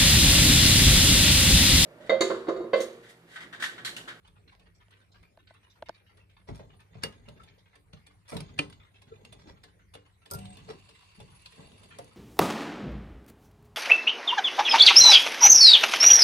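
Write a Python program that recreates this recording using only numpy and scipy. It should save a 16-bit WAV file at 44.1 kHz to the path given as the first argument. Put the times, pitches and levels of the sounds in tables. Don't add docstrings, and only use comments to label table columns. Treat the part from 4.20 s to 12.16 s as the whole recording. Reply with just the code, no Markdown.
import sys
import numpy as np
from scipy import signal
from scipy.fft import rfft, irfft, next_fast_len
from scipy.io import wavfile
from scipy.ndimage import uniform_filter1d, map_coordinates

SR = 44100
rng = np.random.default_rng(int(sys.argv[2]) if len(sys.argv) > 2 else 0)


def pcm_store(signal):
    levels = np.round(np.clip(np.atleast_2d(signal), -1, 1) * 32767)
    wavfile.write(sys.argv[1], SR, levels.astype(np.int16).T)


N = 351036
T = np.arange(SR // 2) / SR
TIME = np.arange(N) / SR

# frequency in Hz, level in dB.
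ROOM_RUMBLE = [(20, -50.5), (41, -7.5), (70, -6), (97, -4), (129, -14.5), (189, -9), (222, -28.5),
               (400, -28.5), (520, -38.5), (880, -120)]
ROOM_HISS = [(530, -64), (900, -6), (2270, -3), (2690, -9), (4520, -13), (5480, -16.5), (7230, -18.5),
             (9530, -12), (10500, -13.5), (11600, -38.5), (12700, -14.5), (13800, -20), (16000, -36)]
RUB_COLOUR = [(140, -7.5), (280, -3.5), (480, 0.5), (700, -3.5), (1200, -16), (2000, -28)]
BRASS_BODY = [(700, 2), (1600, -4), (2400, -2), (3600, 1.5), (4600, -3.5), (6000, -14), (8000, -18.5)]
BRASS_TREBLE = [(4500, -2), (6200, -2), (7200, -7.5), (8700, 8), (10300, 2.5), (11800, -13.5),
                (13300, -5.5), (16000, -21.5)]
RUSTLE_COLOUR = [(400, -11), (900, 10.5), (2200, 5.5), (3600, 2), (5200, -9), (7000, -13.5), (12000, -30)]
HANDLING_RUMBLE = [(25, -28), (45, -5), (70, -2), (105, 0), (160, -1), (215, -11), (300, -17), (400, -24),
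                   (700, -50)]
GRIT_COLOUR = [(500, 4), (1000, 3), (2400, -2), (4200, 0), (5600, -7.5), (8000, -20)]
WOOD_COLOUR = [(150, 0), (300, -14), (550, -2.5), (950, -9), (1500, -18.5), (2300, -20)]
THUD_COLOUR = [(25, -35.5), (55, -11.5), (130, -2.5), (240, -15.5), (400, -40)]
CATCH_COLOUR = [(470, -42), (850, -19), (1650, -3.5), (2180, -10), (2800, -12), (3260, -23), (4630, -10.5),
                (7260, -21), (9100, -10), (11400, -28), (13100, -21), (16000, -66)]
HAND_COLOUR = [(410, -24), (700, -17), (1230, -25), (1970, -19.5), (2160, -28.5), (2460, -13.5),
               (2800, -15), (3240, -19), (5060, -24), (7200, -38.5), (8990, -25.5), (11500, -50),
               (16000, -69)]
GEAR_COLOUR = [(700, -50), (977, 3), (1470, -11), (2620, -2.5), (4440, -8.5), (7040, -15.5), (9820, -14.5),
               (11500, -38), (13000, -21), (15000, -46)]
FLY_WHISTLE = [(9400, -28), (9800, 2), (10000, -2), (10250, -17), (11000, -61)]

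# pitch in Hz, level in dB, seconds to fade by 60 dB (called t60).
CASE_TONES = [(291.8, -6.5, 0.38), (400, -2.5, 0.28), (451.4, 2.5, 0.19), (566, -1.5, 0.17),
              (651, -7.5, 0.11), (940, 1.5, 0.045), (1055, -11, 0.32)]
PALLET_TONES = [(3490, -6, 0.11), (9980, -11.5, 0.067)]
CAMERA_TONES = [(335, -22, 0.043), (660, 3.5, 0.016), (850, 0, 0.014), (1550, -4, 0.01)]
BOARD_TONES = [(62, -12, .13), (99, -3, .17), (156, 0, .26), (195, -8, .14)]
CATCH_TONES = [(915, -1, .055), (1640, 0, .03), (2400, -10, 0.053), (2853, -1, 0.135), (3520, -5, .1),
               (4560, -3, 0.055), (5362, -8, 0.07), (10150, -11, 0.035)]
HAND_TONES = [(1800, -13, 0.06), (2445, 5, 0.045), (2762, -9, .08), (3036, -1, 0.05), (3590, -18, 0.08),
              (4270, -11, .05), (4560, -13, .05), (4920, -15, 0.05)]
PLATE_TONES = [(560, -8, .25), (965, -5, .11), (1387, 0, .13)]
LEVER_TONES = [(4820, 4.5, 0.014), (5200, 1, 0.027), (8700, -1, 0.053), (10100, -4, 0.034),
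               (13370, -2, 0.051), (13000, -5, 0.043)]
CHATTER_TONES = [(8330, 2, 0.025), (8660, -15, .025)]

# time in seconds, level in dB.
TICK_LEVELS = [(0, -61), (1.5, -65), (2.8, -60), (3.8, -53.5), (4.8, -54.5), (5.15, -48), (6.3, -51.5),
               (7.96, -57.5)]
# start in seconds,
# level in dB, centre frequency in Hz.
CLEAR_RUSTLES = [(0.275, -51.5, 3020), (0.3193, -52, 1820), (0.395, -60, 1860), (0.545, -63.5, 5700),
                 (0.6, -58.5, 1868), (0.721, -52.5, 2560), (0.8, -56.5, 2190), (0.916, -60, 5300),
                 (0.94, -56.5, 2070), (1.029, -57.5, 2590), (1.27, -51.5, 3320), (1.344, -55.5, 1900),
                 (1.428, -56, 1410), (1.497, -60.5, 5740), (1.658, -48, 2900), (1.739, -52, 3300),
                 (1.862, -57, 3300), (1.975, -56, 1970), (2.165, -55, 2020), (2.592, -54, 1600),
                 (2.7408, -53, 2230), (2.921, -55.5, 2780), (3.195, -50.5, 2070), (3.274, -52.5, 3430),
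                 (3.38, -59.5, 4940), (4.277, -56, 3890), (4.597, -54, 2360), (4.737, -56, 3420),
                 (6.746, -53, 2900), (7.318, -54, 2510), (7.704, -44, 2580), (7.738, -52, 2880)]
# start in seconds, pop level in dB, snap level in dB.
CAMERA_TAPS = [(0.351, -57, -56), (0.683, -59, -61), (1.174, -44, -57.5), (1.307, -42.5, -62),
               (1.624, -27.5, -42.5), (1.687, -42, -43.5), (1.693, -25, -32.5)]
# start and length in seconds, rumble and rub levels in dB.
FINGER_TOUCHES = [(2.271, 0.13, -52, -62.5), (2.705, 0.56, -60, -66.5), (4.132, 0.33, -53.5, -60),
                  (4.865, 0.44, -61, -64.5), (6.175, 0.24, -52, -60.5), (6.973, 0.08, -53.5, -68.5),
                  (7.368, 0.043, -55, -59), (7.6, 0.26, -63, -65.5)]
# start and length in seconds, grit and treble in dB.
BRASS_SCRAPES = [(2.27, 0.026, -55, -73), (2.337, 0.048, -61.5, -72), (4.076, 0.071, -53.5, -55.5),
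                 (5.184, 0.039, -61.5, -80), (5.267, 0.035, -56, -82), (6.479, 0.033, -49.5, -67)]
# start in seconds, knock, hollow ring and thump in dB, panel pitch in Hz.
CASE_KNOCKS = [(2.287, -39.5, -53, -46.5, 388), (2.307, -53, -60, -39.5, 394), (2.394, -43, -53, -52, 600),
               (2.753, -51, -58, -44, 450), (2.836, -30.5, -44, -42, 447), (3.08, -46, -56, -46, 593),
               (3.732, -54, -63.5, -49, 607), (4.12, -34, -40, -44, 641.6), (4.151, -42.5, -42, -33.5, 506),
               (4.204, -50, -52, -43.5, 379), (4.391, -29, -38, -54, 291), (5.299, -58, -59, -50, 385),
               (5.748, -45.5, -53.5, -62, 490), (6.112, -41.5, -50, -45.5, 396),
               (6.139, -41.5, -51, -38.5, 397), (6.486, -46, -61, -56, 513),
               (6.501, -45, -47.5, -49.5, 425), (7.0, -49.5, -55, -58, 973), (7.394, -53, -52, -54.5, 398),
               (7.787, -38.5, -49.5, -53.5, 702)]
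# start in seconds, level in dB.
CASE_ROCKINGS = [(2.292, -42), (2.844, -46)]
# start in seconds, treble level in dB, ring level in dB.
BRASS_CLICKS = [(2.355, -55, -61), (3.085, -55, -49.5), (3.7312, -61.5, -50.5), (4.081, -57, -54.5),
                (4.1657, -40.5, -36), (4.2035, -40.5, -43), (4.5256, -60, -50.5), (5.0489, -53.5, -48),
                (5.75, -54, -46.5), (6.102, -50, -54), (6.1862, -44, -50.5), (6.2533, -53, -48),
                (6.4992, -64, -47), (7.258, -53.5, -43), (7.785, -41, -49), (7.842, -51, -66)]
# start and length in seconds, pitch in Hz, level in dB.
CASE_GROANS = [(4.903, 0.055, 444, -52), (5.248, 0.063, 313, -58), (6.476, 0.05, 443.5, -42),
               (6.5, 0.091, 390, -57)]
# start in seconds, level in dB.
LEVER_DROPS = [(6.111, -25), (6.1349, -29), (6.1476, -32)]
# pitch in Hz, level in dB.
LEVER_BUZZ = [(102, 0.5), (194, 0.5), (570, -16), (732, -7.5)]
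# centre in Hz, width in Hz, level in dB.
TRAIN_RESONANCES = [(996, 25, -1.5), (2695, 110, 6), (2930, 16, 1), (4520, 150, 4.5), (7760, 500, -1.5)]
# frequency in Hz, likeness from 0 (unrelated) to 1 (the same).
STEREO_LIKENESS = [(60, 0.96), (150, 0.66), (420, 1), (800, 0), (2500, 0.36), (7000, 0), (14000, 0.025)]
# frequency in Hz, difference in dB.
LEFT_OVER_RIGHT = [(200, 0), (700, 1.5), (1300, 1), (2500, -0.5), (5000, -3), (9000, 0.5)]


def amp(db):
    return 10 ** (np.asarray(db) / 20)


def unit(x):
    return x / np.sqrt(np.mean(x ** 2) + 1e-20)


def along(points, hz):
    freqs, values = np.transpose(points)
    return np.interp(np.log(hz + 1), np.log(freqs + 1), values)


def wobble(rate):
    return map_coordinates(rng.standard_normal(int(N * rate / SR) + 4), [np.arange(N) * rate / SR])


def held(start, length, attack, t60):
    t = TIME - start
    return np.clip(t / attack, 0, 1) * amp(-60 * np.maximum(t - length, 0) / t60)


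def add(track, start, sound):
    part = track[:, max(round(start * SR), 0):][:, :sound.shape[-1]]
    part += sound[..., :part.shape[1]]


def stereo_angle(hz):
    return np.arccos(np.clip(along(STEREO_LIKENESS, hz), -1, 1)) / 2


def noise(colour, size=N, ripple_db=0):
    padded = next_fast_len(size)
    hz = np.fft.rfftfreq(padded, 1 / SR)
    roll_off = np.minimum(hz / colour[0][0], 1) ** 3 * np.minimum(colour[-1][0] / (hz + 1), 1) ** 3
    peaks = map_coordinates(rng.standard_normal(400), [hz / 75]) if ripple_db else 0
    angle = stereo_angle(hz)
    gain = amp(along(colour, hz) + ripple_db * peaks) * roll_off * np.array([np.cos(angle), np.sin(angle)])
    mid, side = irfft(rfft(rng.standard_normal((2, padded))) * gain, padded)[:, :size]
    return unit(np.array([mid + side, mid - side]))


def patchy(x, depth_db):
    spectra = signal.stft(x, nperseg=512)[2]
    drift = uniform_filter1d(rng.standard_normal(spectra.shape[1:]), size=8, axis=0)
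    drift = uniform_filter1d(drift, size=10, axis=1)
    return unit(signal.istft(spectra * amp(depth_db * unit(drift)), nperseg=512)[1][:, :N])


def burst(colour, rise, t60, tail_db, tail_t60):
    fade = (amp(-60 * T / t60) + amp(tail_db - 60 * T / tail_t60)) * (1 - np.exp(-T / rise))
    sound = fade * noise(colour, size=len(T), ripple_db=6)
    return unit(sound) * np.sqrt(np.mean(fade ** 2))


def ring(tones, rise, scatter_db, spread=1):
    hz, db, t60 = np.transpose(tones)[:, :, None]
    apart = spread * stereo_angle(hz) * rng.choice([-1, 1], hz.shape)
    phase = rng.uniform(0, 2 * np.pi, hz.shape) + np.array([apart, -apart])
    fade = amp(db + scatter_db * rng.standard_normal(hz.shape) - 60 * T / t60)
    sound = (fade * np.sin(2 * np.pi * hz * T + phase)).sum(axis=1)
    return sound * (1 - np.exp(-T / rise)) / np.linalg.norm(amp(db))


def room():
    hum_hz = 100.5
    rumble = amp(-64.5 + 2.5 * wobble(9)) * noise(ROOM_RUMBLE)
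    hum = amp(-66.5 + 2.8 * wobble(6.7)) * np.sin(2 * np.pi * hum_hz * TIME)
    wash = amp(-74) * patchy(noise(RUB_COLOUR), depth_db=5)
    hiss = amp(-75) * patchy(noise(ROOM_HISS), depth_db=4.5)
    return rumble + hum + wash + hiss


def rustles():
    gap_s, usual_hz = 0.14, 1937
    slots = np.arange(0, N / SR, gap_s)
    faint = [(start + gap_s * late / 2, -58 - 0.5 * softer, usual_hz * 2 ** (0.35 * bright))
             for start, (late, softer, bright) in zip(slots, rng.standard_normal((len(slots), 3)))]
    out = np.zeros((2, N))
    hz = np.geomspace(RUSTLE_COLOUR[0][0], RUSTLE_COLOUR[-1][0], 30)
    for start, db, centre_hz in CLEAR_RUSTLES + faint:
        width_octaves = 1.84 * (usual_hz / centre_hz) ** 1.35
        bell_db = np.maximum(-6 * (np.log2(hz / centre_hz) / width_octaves) ** 2, -26)
        colour = np.transpose([hz, along(RUSTLE_COLOUR, hz) + bell_db])
        add(out, start, amp(db - 3.5) * burst(colour, rise=.006, t60=.155, tail_db=-12, tail_t60=.33))
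    return out.std() * patchy(out * amp(2.03 * wobble(200)), depth_db=2.5)


def brass_click(treble_db, ring_db, slide_db, rise, t60, tail_db):
    out = amp(ring_db + slide_db) * burst(BRASS_BODY, rise=.00085, t60=.024, tail_db=-20, tail_t60=.11)
    add(out, .003, amp(treble_db - 4.5) * burst(BRASS_TREBLE, rise, t60=.028, tail_db=-14.5, tail_t60=.13))
    add(out, .003, amp(ring_db - 2.5) * burst(BRASS_BODY, rise, t60, tail_db, tail_t60=.25))
    return out


def ticking():
    first_s, beat_s, tock_late_s = .0744, .3159, .0045
    push_span_s, gained_s = [4.96, 5.78], .024
    out = np.zeros((2, N))
    for beat, start in enumerate(np.arange(first_s, N / SR, beat_s)):
        tock = beat % 2
        start += tock * tock_late_s - np.interp(start, push_span_s, [0, gained_s])
        db = np.interp(start, *np.transpose(TICK_LEVELS))
        treble_db = db + (-1.5 if tock else 3)
        click = brass_click(treble_db, db + .5, slide_db=-6, rise=.0011, t60=.055, tail_db=-7)
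        add(out, start - .002, click)
        add(out, start + .003, amp(db) * ring(CASE_TONES, rise=.015, scatter_db=2))
        if not tock:
            add(out, start + .001, amp(db - 1) * ring(PALLET_TONES, rise=.001, scatter_db=2))
    return out


def camera_taps():
    out = np.zeros((2, N))
    shell = sum(amp(db - 60 * T / t60) * np.sin(2 * np.pi * hz * T) for hz, db, t60 in CAMERA_TONES)
    shell *= 1 - np.exp(-T / .0025)
    to_right = amp([[-3], [2]])
    for start, pop_db, snap_db in CAMERA_TAPS:
        pop = burst(WOOD_COLOUR, rise=.004, t60=.03, tail_db=-24, tail_t60=.056)
        snap = burst(BRASS_BODY, rise=.0001, t60=.006, tail_db=-24, tail_t60=.05)
        edge = burst(BRASS_TREBLE, rise=.0001, t60=.0019, tail_db=-34, tail_t60=.03)
        add(out, start + .001, amp(pop_db + 4.5) * shell)
        add(out, start - .003, amp(pop_db - 10) * pop)
        add(out, start, amp(snap_db + 3.5) * to_right * snap + amp(snap_db - 14) * edge)
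    return out


def scrapes():
    grit, treble = np.zeros((2, N))
    for start, length, grit_db, treble_db in BRASS_SCRAPES:
        stroke = held(start, length, attack=.012, t60=.135)
        grit += amp(grit_db) * stroke
        treble += amp(treble_db) * stroke
    slips = unit(amp(2.5 * wobble(350)))
    return slips * (grit * noise(GRIT_COLOUR, ripple_db=5) + treble * noise(BRASS_TREBLE))


def fingers():
    rumble, rub = np.zeros((2, N))
    for start, length, rumble_db, rub_db in FINGER_TOUCHES:
        pressure = held(start, length, attack=.014, t60=.83)
        rumble += amp(rumble_db) * pressure
        rub += amp(rub_db) * pressure
    scuff = unit(amp(3 * wobble(120)) * noise(BRASS_BODY, ripple_db=9.5))
    case = noise(HANDLING_RUMBLE)
    wood = patchy(noise(RUB_COLOUR, ripple_db=4), depth_db=4)
    return rumble * case + rub * (wood + amp(-7) * scuff)


def wooden_case():
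    out = np.zeros((2, N))
    for start, knock_db, hollow_db, thump_db, hz in CASE_KNOCKS:
        panel = ring([(hz, 0, .13), (hz * 1.13, -7, .08)], rise=.004, scatter_db=1, spread=0)
        hollow = ring(CASE_TONES, rise=.0098, scatter_db=-1)
        knock = burst(WOOD_COLOUR, rise=.00069, t60=.047, tail_db=-6, tail_t60=.28)
        board = ring(BOARD_TONES, rise=.003, scatter_db=-3.5)
        thud = burst(THUD_COLOUR, rise=.006, t60=.16, tail_db=-8, tail_t60=.36)
        add(out, start, amp(knock_db + 1) * panel + amp(knock_db - 3) * knock)
        add(out, start, amp(hollow_db + 7) * hollow + amp(thump_db) * (board + thud))
    rock_hz = 56
    for start, db in CASE_ROCKINGS:
        add(out, start, amp(db) * ring([(rock_hz, 0, .3)], rise=.02, scatter_db=5))
    return out


def small_brass():
    out = np.zeros((2, N))
    for start, treble_db, ring_db in BRASS_CLICKS:
        click = brass_click(treble_db + 1.5, ring_db + 2.5, slide_db=-9, rise=.0004, t60=.036, tail_db=-11)
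        add(out, start - .002, click)
    return out


def cover_catch():
    out = np.zeros((2, N))
    add(out, 2.82, amp(-41) * burst(GRIT_COLOUR, rise=.012, t60=.12, tail_db=-20, tail_t60=.2))
    add(out, 2.8335, amp(-30) * burst(CATCH_COLOUR, rise=.00075, t60=.037, tail_db=-22, tail_t60=.22))
    add(out, 2.836, amp(-24.5) * burst(CATCH_COLOUR, rise=.000087, t60=.01, tail_db=-15.5, tail_t60=.15))
    add(out, 2.836, amp(-24.5) * ring(CATCH_TONES, rise=.0005, scatter_db=0, spread=0))
    add(out, 2.848, amp(-42) * burst(GRIT_COLOUR, rise=.0022, t60=.05, tail_db=-18, tail_t60=.25))
    return out


def minute_hand():
    out = np.zeros((2, N))
    add(out, 4.378, amp(-35) * burst(HAND_COLOUR, rise=.014, t60=.1, tail_db=-13, tail_t60=.23))
    add(out, 4.389, amp(-15) * ring(HAND_TONES, rise=.0006, scatter_db=0, spread=.5))
    add(out, 4.389, amp(-22.5) * burst(HAND_COLOUR, rise=.0002, t60=.01, tail_db=-24, tail_t60=.2))
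    add(out, 4.392, amp(-18.5) * burst(HAND_COLOUR, rise=.0001, t60=.012, tail_db=-21, tail_t60=.23))
    return out


def groans():
    out = np.zeros((2, N))
    for start, length, hz, db in CASE_GROANS:
        swell = np.sin(np.pi * np.minimum(T / length, 1))
        roughness = amp(4.1 * wobble(161)[:len(T)] + 5)
        phase = 2 * np.pi * hz * T + .55 * wobble(220)[:len(T)]
        add(out, start, amp(db) * swell * roughness * (np.sin(phase) + amp(-15) * np.sin(3 * phase)))
    return out


def strike_lever():
    bounce_s, bounce_loss_db, chatter_gap_s = .0068, 9, .0075
    out = np.zeros((2, N))
    for start, db in LEVER_DROPS:
        add(out, start, amp(db - 7.5) * ring(PLATE_TONES, rise=.004, scatter_db=0, spread=0))
        for bounce in range(3):
            hit_db = db - bounce * bounce_loss_db
            steel = ring(LEVER_TONES, rise=.00033, scatter_db=2)
            click = burst(BRASS_TREBLE, rise=.00023, t60=.0204, tail_db=-18.5, tail_t60=.28)
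            add(out, start + bounce * bounce_s, amp(hit_db - 5.5) * steel + amp(hit_db - 8) * click)
    for start in np.arange(6.21, 6.35, chatter_gap_s):
        late, loud = rng.uniform(0, .5), rng.standard_normal()
        touch = ring(CHATTER_TONES, rise=.00046, scatter_db=4.5)
        add(out, start + late * chatter_gap_s, amp(-54 + 2 * loud) * touch)
    buzz = sum(amp(db + 2 * wobble(30)) * np.sin(2 * np.pi * hz * TIME + .3 * wobble(25))
               for hz, db in LEVER_BUZZ)
    return out + amp(-47.5) * held(6.125, length=.2, attack=.05, t60=.2) * buzz


def strike_train():
    start_s, spin_up_s, turns_per_s, teeth_per_s = 6.12, .304, 21, 24
    running = np.maximum(TIME - start_s, 0)
    speed = 1 - np.exp(-running / spin_up_s)
    turn_rate = speed * turns_per_s * (1 + .099 * wobble(2.7))
    pulse = np.sin(2 * np.pi * np.cumsum(turn_rate) / SR)
    flutter_db = pulse + 1.6 * wobble(160) + 1.2 * wobble(12)
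    plates = sum(amp(db) * noise([(hz - width, -14), (hz, 0), (hz + width, -14), (hz + 3 * width, -40)])
                 for hz, width, db in TRAIN_RESONANCES)
    gears = noise(GEAR_COLOUR, ripple_db=3)
    rasp = np.minimum(running / .03, 1) * patchy(amp(6) * gears + amp(3.5) * unit(plates), depth_db=2.1)
    whistle = speed ** 6 * amp(3.5 * pulse + 3 * wobble(20)) * noise(FLY_WHISTLE)
    out = amp(-63 + flutter_db) * (rasp + amp(-10) * whistle)
    slots = np.arange(start_s, N / SR, 1 / teeth_per_s)
    for start, (late, loud) in zip(slots, rng.standard_normal((len(slots), 2))):
        tooth = burst(BRASS_BODY, rise=.001, t60=.03, tail_db=-14, tail_t60=.1)
        add(out, start + late / teeth_per_s / 2, amp(-63 + 3.2 * loud) * tooth)
    return out


def scene():
    clock = ticking() + small_brass() + scrapes() + wooden_case() + groans()
    clock += cover_catch() + minute_hand() + strike_lever() + strike_train()
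    left, right = clock + fingers() + rustles() + room()
    lag_samples = 20
    return np.array([left, np.pad(right, (lag_samples, 0))[:N]]) + camera_taps()


def record(dry):
    dip_hz, top_hz = 11800, 15700
    padded = next_fast_len(N + SR // 2)
    hz = np.fft.rfftfreq(padded, 1 / SR)
    lean_db = along(LEFT_OVER_RIGHT, hz) / 2 * np.array([[1], [-1]])
    dip_db = -7 * np.exp(-((hz - dip_hz) / 600) ** 2)
    return irfft(rfft(dry, padded) * amp(lean_db + dip_db) * (hz < top_hz), padded)[:, :N]


dry = scene()
out = record(dry)
pcm_store(out)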